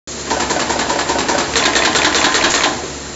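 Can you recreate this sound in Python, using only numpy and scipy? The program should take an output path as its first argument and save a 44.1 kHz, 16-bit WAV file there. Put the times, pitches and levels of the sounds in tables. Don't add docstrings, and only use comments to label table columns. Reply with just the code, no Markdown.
import sys
import numpy as np
from scipy import signal
from scipy.fft import rfft, irfft, next_fast_len
from scipy.io import wavfile
from scipy.ndimage import uniform_filter1d, minimum_filter1d, map_coordinates

SR = 44100
rng = np.random.default_rng(int(sys.argv[2]) if len(sys.argv) > 2 else 0)


def wav_record(signal):
    frames = np.transpose(np.atleast_2d(signal))
    bounded = np.clip(frames, -1, 1)
    quanta = np.round(bounded * 32767).astype(np.int16)
    wavfile.write(sys.argv[1], SR, quanta)


N = 138915
VOICE_BAND_HZ = 7600


def amp(db):
    return 10 ** (np.asarray(db) / 20)


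def unit(x):
    return x / np.sqrt(np.mean(x ** 2) + 1e-20)


def along(points, hz):
    freqs, values = np.transpose(points)
    return np.interp(np.log(hz + 1), np.log(freqs + 1), values)


def level(points):
    return amp(np.interp(np.arange(N) / SR, *np.transpose(points)))


def wobble(rate, size=N):
    return map_coordinates(rng.standard_normal(4096), [np.arange(size) * rate / SR], mode="wrap")


def filtered(x, response):
    size = next_fast_len(len(x) + 8192)
    return irfft(rfft(x, size) * response(np.fft.rfftfreq(size, 1 / SR)), size)[:len(x)]


def noise(spectrum, size=N, low_hz=10):
    def response(hz):
        return amp(along(spectrum, hz)) * (hz < VOICE_BAND_HZ) * hz ** 2 / (hz ** 2 + low_hz ** 2)
    return unit(filtered(rng.standard_normal(size), response))


def motor_hum(drift_rad=.5):
    # (frequency [Hz], rms level [dB])
    tones = [(71.6, -39.5), (142.5, -43), (355, -40.5), (1863, -47.5), (4160, -45), (7289, -38.5),
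             (7386, -54)]
    t = np.arange(N) / SR
    hum = np.zeros(N)
    for hz, db in tones:
        drift = drift_rad * np.sqrt(hz / tones[0][0]) * wobble(7)
        hum += amp(db) * np.sqrt(2) * np.sin(2 * np.pi * hz * t + drift)
    return hum


def shop_noise(flutter_db=.5):
    # (frequency [Hz], relative level [dB])
    spectrum = [(15, -65.5), (25, -10), (42, -25.5), (52, -12), (70, -6), (97, -10.5), (195, -7.5),
                (214, -6.5), (241, -1.5), (389, -7), (438, -2.5), (506, -7.5), (1190, -12), (3670, -17),
                (4030, -15), (5240, -17.5), (7500, -18.5), (9750, -48.5), (16500, -120)]
    # (time [s], level [dB])
    swell = [(.1, -30.5), (.3, -26), (1.5, -23.5), (2.7, -26), (2.9, -28), (3.15, -30)]
    return level(swell) * noise(spectrum) * amp(flutter_db * wobble(24.92))


def air_leak(flutter_db=1.6):
    # (frequency [Hz], relative level [dB])
    spectrum = [(100, -59.5), (2500, -26), (3700, -11.5), (4200, -7.5), (4800, -12), (5500, -10),
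                (6800, -1.5), (7350, -7)]
    # (time [s], level [dB])
    strength = [(.13, -29.5), (.3, -33.5), (1.4, -43), (2.6, -28.5), (2.85, -35), (3.1, -38)]
    return level(strength) * noise(spectrum) * amp(flutter_db * wobble(50))


def chatter(part, size, depth_db=2.5, per_s=582):
    colours = { "slide": [(71, -42.5), (120, -20), (284, -3), (511, 0.5), (950, -4.5), (1170, -10.5),
               (1620, -5.5), (2630, -17), (3980, -15), (6450, -13), (7400, -10), (9620, -46.5),
               (16300, -120)], "buffer": [(71, -49), (120, -26), (310, 3), (461, -4.5), (586, 8),
               (1230, -10.5), (1490, -7.5), (2070, -9.5), (7400, -17), (9620, -59.5), (16300, -120)],
               "return": [(71, -55.5), (120, -16.5), (275, 3.5), (547, -10.5), (887, -2), (1390, -9),
               (2970, -11), (3230, -17), (3910, -9), (6670, -22), (7400, -14.5), (9620, -45.5),
               (16300, -120)], "ram": [(100, -26), (330, 3), (480, -6), (700, -3), (950, -2.5),
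               (1860, -3.5), (2150, -7), (3000, -6.5), (4200, -3), (5200, -13.5), (7400, -11.5)],
               "latch": [(100, -27), (300, -8.5), (800, -5), (1300, -12), (2000, -5.5), (2600, 1.5),
               (3300, -14), (4700, -12.5), (7400, -20)], "pawl": [(200, -32.5), (900, -13.5), (1700, 0),
               (2400, -2.5), (3600, -8), (4600, -10), (7400, -11.5)], "jaw": [(100, -22.5), (340, 1.5),
               (660, -19.5), (950, -3), (1230, -13), (1600, -1), (2400, -14.5), (3200, -4.5), (3900, -3.5),
               (5150, -14.5), (7400, -12.5)], "stop": [(100, -27), (290, -4.5), (540, -10), (900, -2),
               (1250, -11), (1770, -4), (2200, -17.5), (3400, -15.5), (5400, -23), (7400, -19)],
               "thump": [(100, -23.5), (350, -0.5), (700, -19), (7000, -28.5)], "air": [(120, -35),
               (1500, -16.5), (4000, -10.5), (6000, -3.5), (7300, 1)]}
    return unit(noise(colours[part], size, low_hz=129) * amp(depth_db * wobble(per_s, size)))


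def contact(out, cycles, part, delay, db, rise, t60, ring_db, fresh_share=.51, scatter_db=.18):
    modes = { "slide": [(327.5, 2, 0.079), (771, -7.5, 0.25), (920, 3, .11), (1004, 2, .1)],
             "buffer": [(333.5, -4.5, 0.15), (568.4, 1.5, 0.074), (726, -0.5, 0.088), (834, -8, 0.064),
             (1507, -6.5, 0.11)], "return": [(296.5, -12, .1), (705, -8, 0.48), (897, -1.5, 0.17),
             (1083, -1.5, .14), (1706, 1, .1), (4040, -15, .08)], "ram": [(468, 2, 0.082), (1160, -7, 0.31),
             (1527, -7, 0.18), (1826, 1.5, 0.11), (3900, -5.5, 0.052), (4140, -3, 0.087)],
             "latch": [(642.3, -5.5, 0.14), (2000, -6, 0.089), (2470, -7, 0.056), (2700, 1, 0.015)],
             "pawl": [(3480, -2.5, 0.039), (3500, -2, 0.041)], "jaw": [(1640, 0, 0.078),
             (1954, -6.5, 0.086), (2940, -7.5, 0.081), (3490, -5.5, 0.03), (3746, -4, 0.1)],
             "stop": [(316, -2.5, 0.3), (653.7, 1, 0.12), (728, -1.5, 0.15), (770, -7, 0.41),
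             (858, 0.5, 0.12), (1030, 2, 0.21), (1723, -2.5, 0.16), (1855, -11, 0.44)],
             "thump": [(377, 3.5, 0.13)], "air": [(6930, -0.5, 0.27), (6850, 0, 0.36)]}
    size = SR // 2
    t = np.arange(size) / SR
    repeated = np.sqrt(1 - fresh_share) * chatter(part, size)
    phases = rng.uniform(0, 2 * np.pi, len(modes[part]))
    for start, cycle_db in cycles:
        fresh = np.sqrt(fresh_share) * chatter(part, size)
        clatter = (repeated + fresh) * amp(-60 * t / t60)
        ring = np.zeros(size)
        for (hz, mode_db, mode_t60), phase in zip(modes[part], phases):
            decay = amp(mode_db + rng.normal(0, 1) - 60 * t / mode_t60)
            ring += decay * np.sin(2 * np.pi * hz * t + phase + 0.63 * wobble(90, size))
        blow = (clatter + amp(ring_db) * ring) * (1 - np.exp(-t / rise))
        gain = amp(db + cycle_db + scatter_db * rng.normal())
        out[round((start + delay) * SR):][:size] += gain * blow


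def machine():
    # (start time [s], level [dB])
    feed_cycles = [(.3037, 2.5), (.4988, 2.5), (.6954, 3), (.8937, 2), (1.089, 2.5), (1.2853, 4.5)]
    work_cycles = [(1.5556, -0.31), (1.7523, 0.24), (1.9484, 0.58), (2.145, 0.23), (2.3418, 0.49),
                   (2.5385, -0.75)]
    # (part, delay [s], level [dB], rise [s], t60 [s], ring level [dB])
    feed_stroke = [("stop", -0.034, -28, 0.009, 0.18, -3), ("air", -0.0071, -28, 0.0072, 0.17, -24),
                   ("ram", -0.00097, -20.5, 0.00055, 0.12, -9.5), ("slide", .004, -15, 0.0028, 0.2, -3),
                   ("buffer", .0615, -17.5, 0.0033, 0.058, 2.2), ("return", .0945, -14, 0.0015, 0.098, -10),
                   ("air", .096, -19, 0.0035, 0.11, -26.5), ("return", .114, -16, 0.003, 0.13, -6.5)]
    work_stroke = [("pawl", -.0195, -13.5, 0.00063, 0.034, -15), ("ram", .0005, -5, 0.00033, 0.041, -11),
                   ("ram", .0105, -9.5, 0.00052, 0.14, -11), ("air", 0.008, -13, 0.00033, 0.13, -34.5),
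                   ("pawl", .038, -12, 0.00084, 0.034, -3), ("stop", .045, -17.5, 0.00075, 0.1, -6.5),
                   ("latch", .0692, -7.5, .0003, 0.026, -8.5), ("ram", .0815, -12.5, 0.00043, 0.052, -11),
                   ("jaw", .0965, -5.5, 0.00065, 0.11, -5.5), ("pawl", 0.098, -6.5, 0.00035, 0.071, -16),
                   ("stop", .119, -11.5, 0.00082, 0.071, -7.5)]
    strays = [("thump", .262, -23, .01, .16, -12), ("thump", .41, -21, .004, .15, -14),
              ("ram", 1.436, -24, .002, .1, -8), ("air", 1.5, -25, .01, .2, -20),
              ("thump", 1.495, -27, .004, .08, -6), ("air", 1.59, -23, .008, .2, -20),
              ("air", 2.185, -17, .008, .18, -20), ("air", 2.498, -12, .004, .15, -8),
              ("pawl", 2.499, -17, .004, .1, -15), ("air", 2.575, -23, .004, .1, -15),
              ("thump", 2.832, -23, .002, .08, -1)]
    once = [(0.0016, 0.011)]
    out = np.zeros(N + SR)
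    for cycles, stroke in (feed_cycles, feed_stroke), (work_cycles, work_stroke), (once, strays):
        for row in stroke:
            contact(out, cycles, *row)
    return out[:N]


def hall(x, blocks=16, predelay=SR // 100):
    # (frequency [Hz], t60 [s])
    decay_times = [(150, 0.78), (1000, 0.74), (3000, 0.32), (7000, 0.23)]
    out = np.zeros(N + 2 * SR)
    for block in np.array_split(np.arange(N), blocks):
        hz, t, spectra = signal.stft(rng.standard_normal(SR // 2), SR, nperseg=256)
        decay = amp(-60 * t / along(decay_times, hz)[:, None])
        tail = signal.istft(spectra * decay, SR, nperseg=256)[1]
        echo = signal.fftconvolve(x[block], tail / np.linalg.norm(tail))
        out[block[0] + predelay:][:len(echo)] += echo
    return out[:N]


def scene(hall_db=-8):
    clacks = machine()
    echo = amp(hall_db) * hall(clacks)
    background = motor_hum() + shop_noise() + air_leak()
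    return np.tile(clacks + echo + background, (2, 1))


def record(dry, start_s=.074, ceiling_db=-.5, knee=4, hold_s=.005, clip_db=-1, top_hz=15725):
    switch_on = np.clip((np.arange(N) / SR - start_s) / 0.00057, 0, 1)
    x = filtered(dry[0], lambda hz: hz < VOICE_BAND_HZ) * switch_on
    hold = int(hold_s * SR)
    limiter_gain = (1 + np.abs(x / amp(ceiling_db)) ** knee) ** (-1 / knee)
    x = x * uniform_filter1d(minimum_filter1d(limiter_gain, hold), hold)
    x = x / (1 + np.abs(x / amp(clip_db)) ** 8) ** (1 / 8)
    return np.tile(filtered(x, lambda hz: hz < top_hz), (2, 1))


dry = scene()
out = record(dry)
wav_record(out)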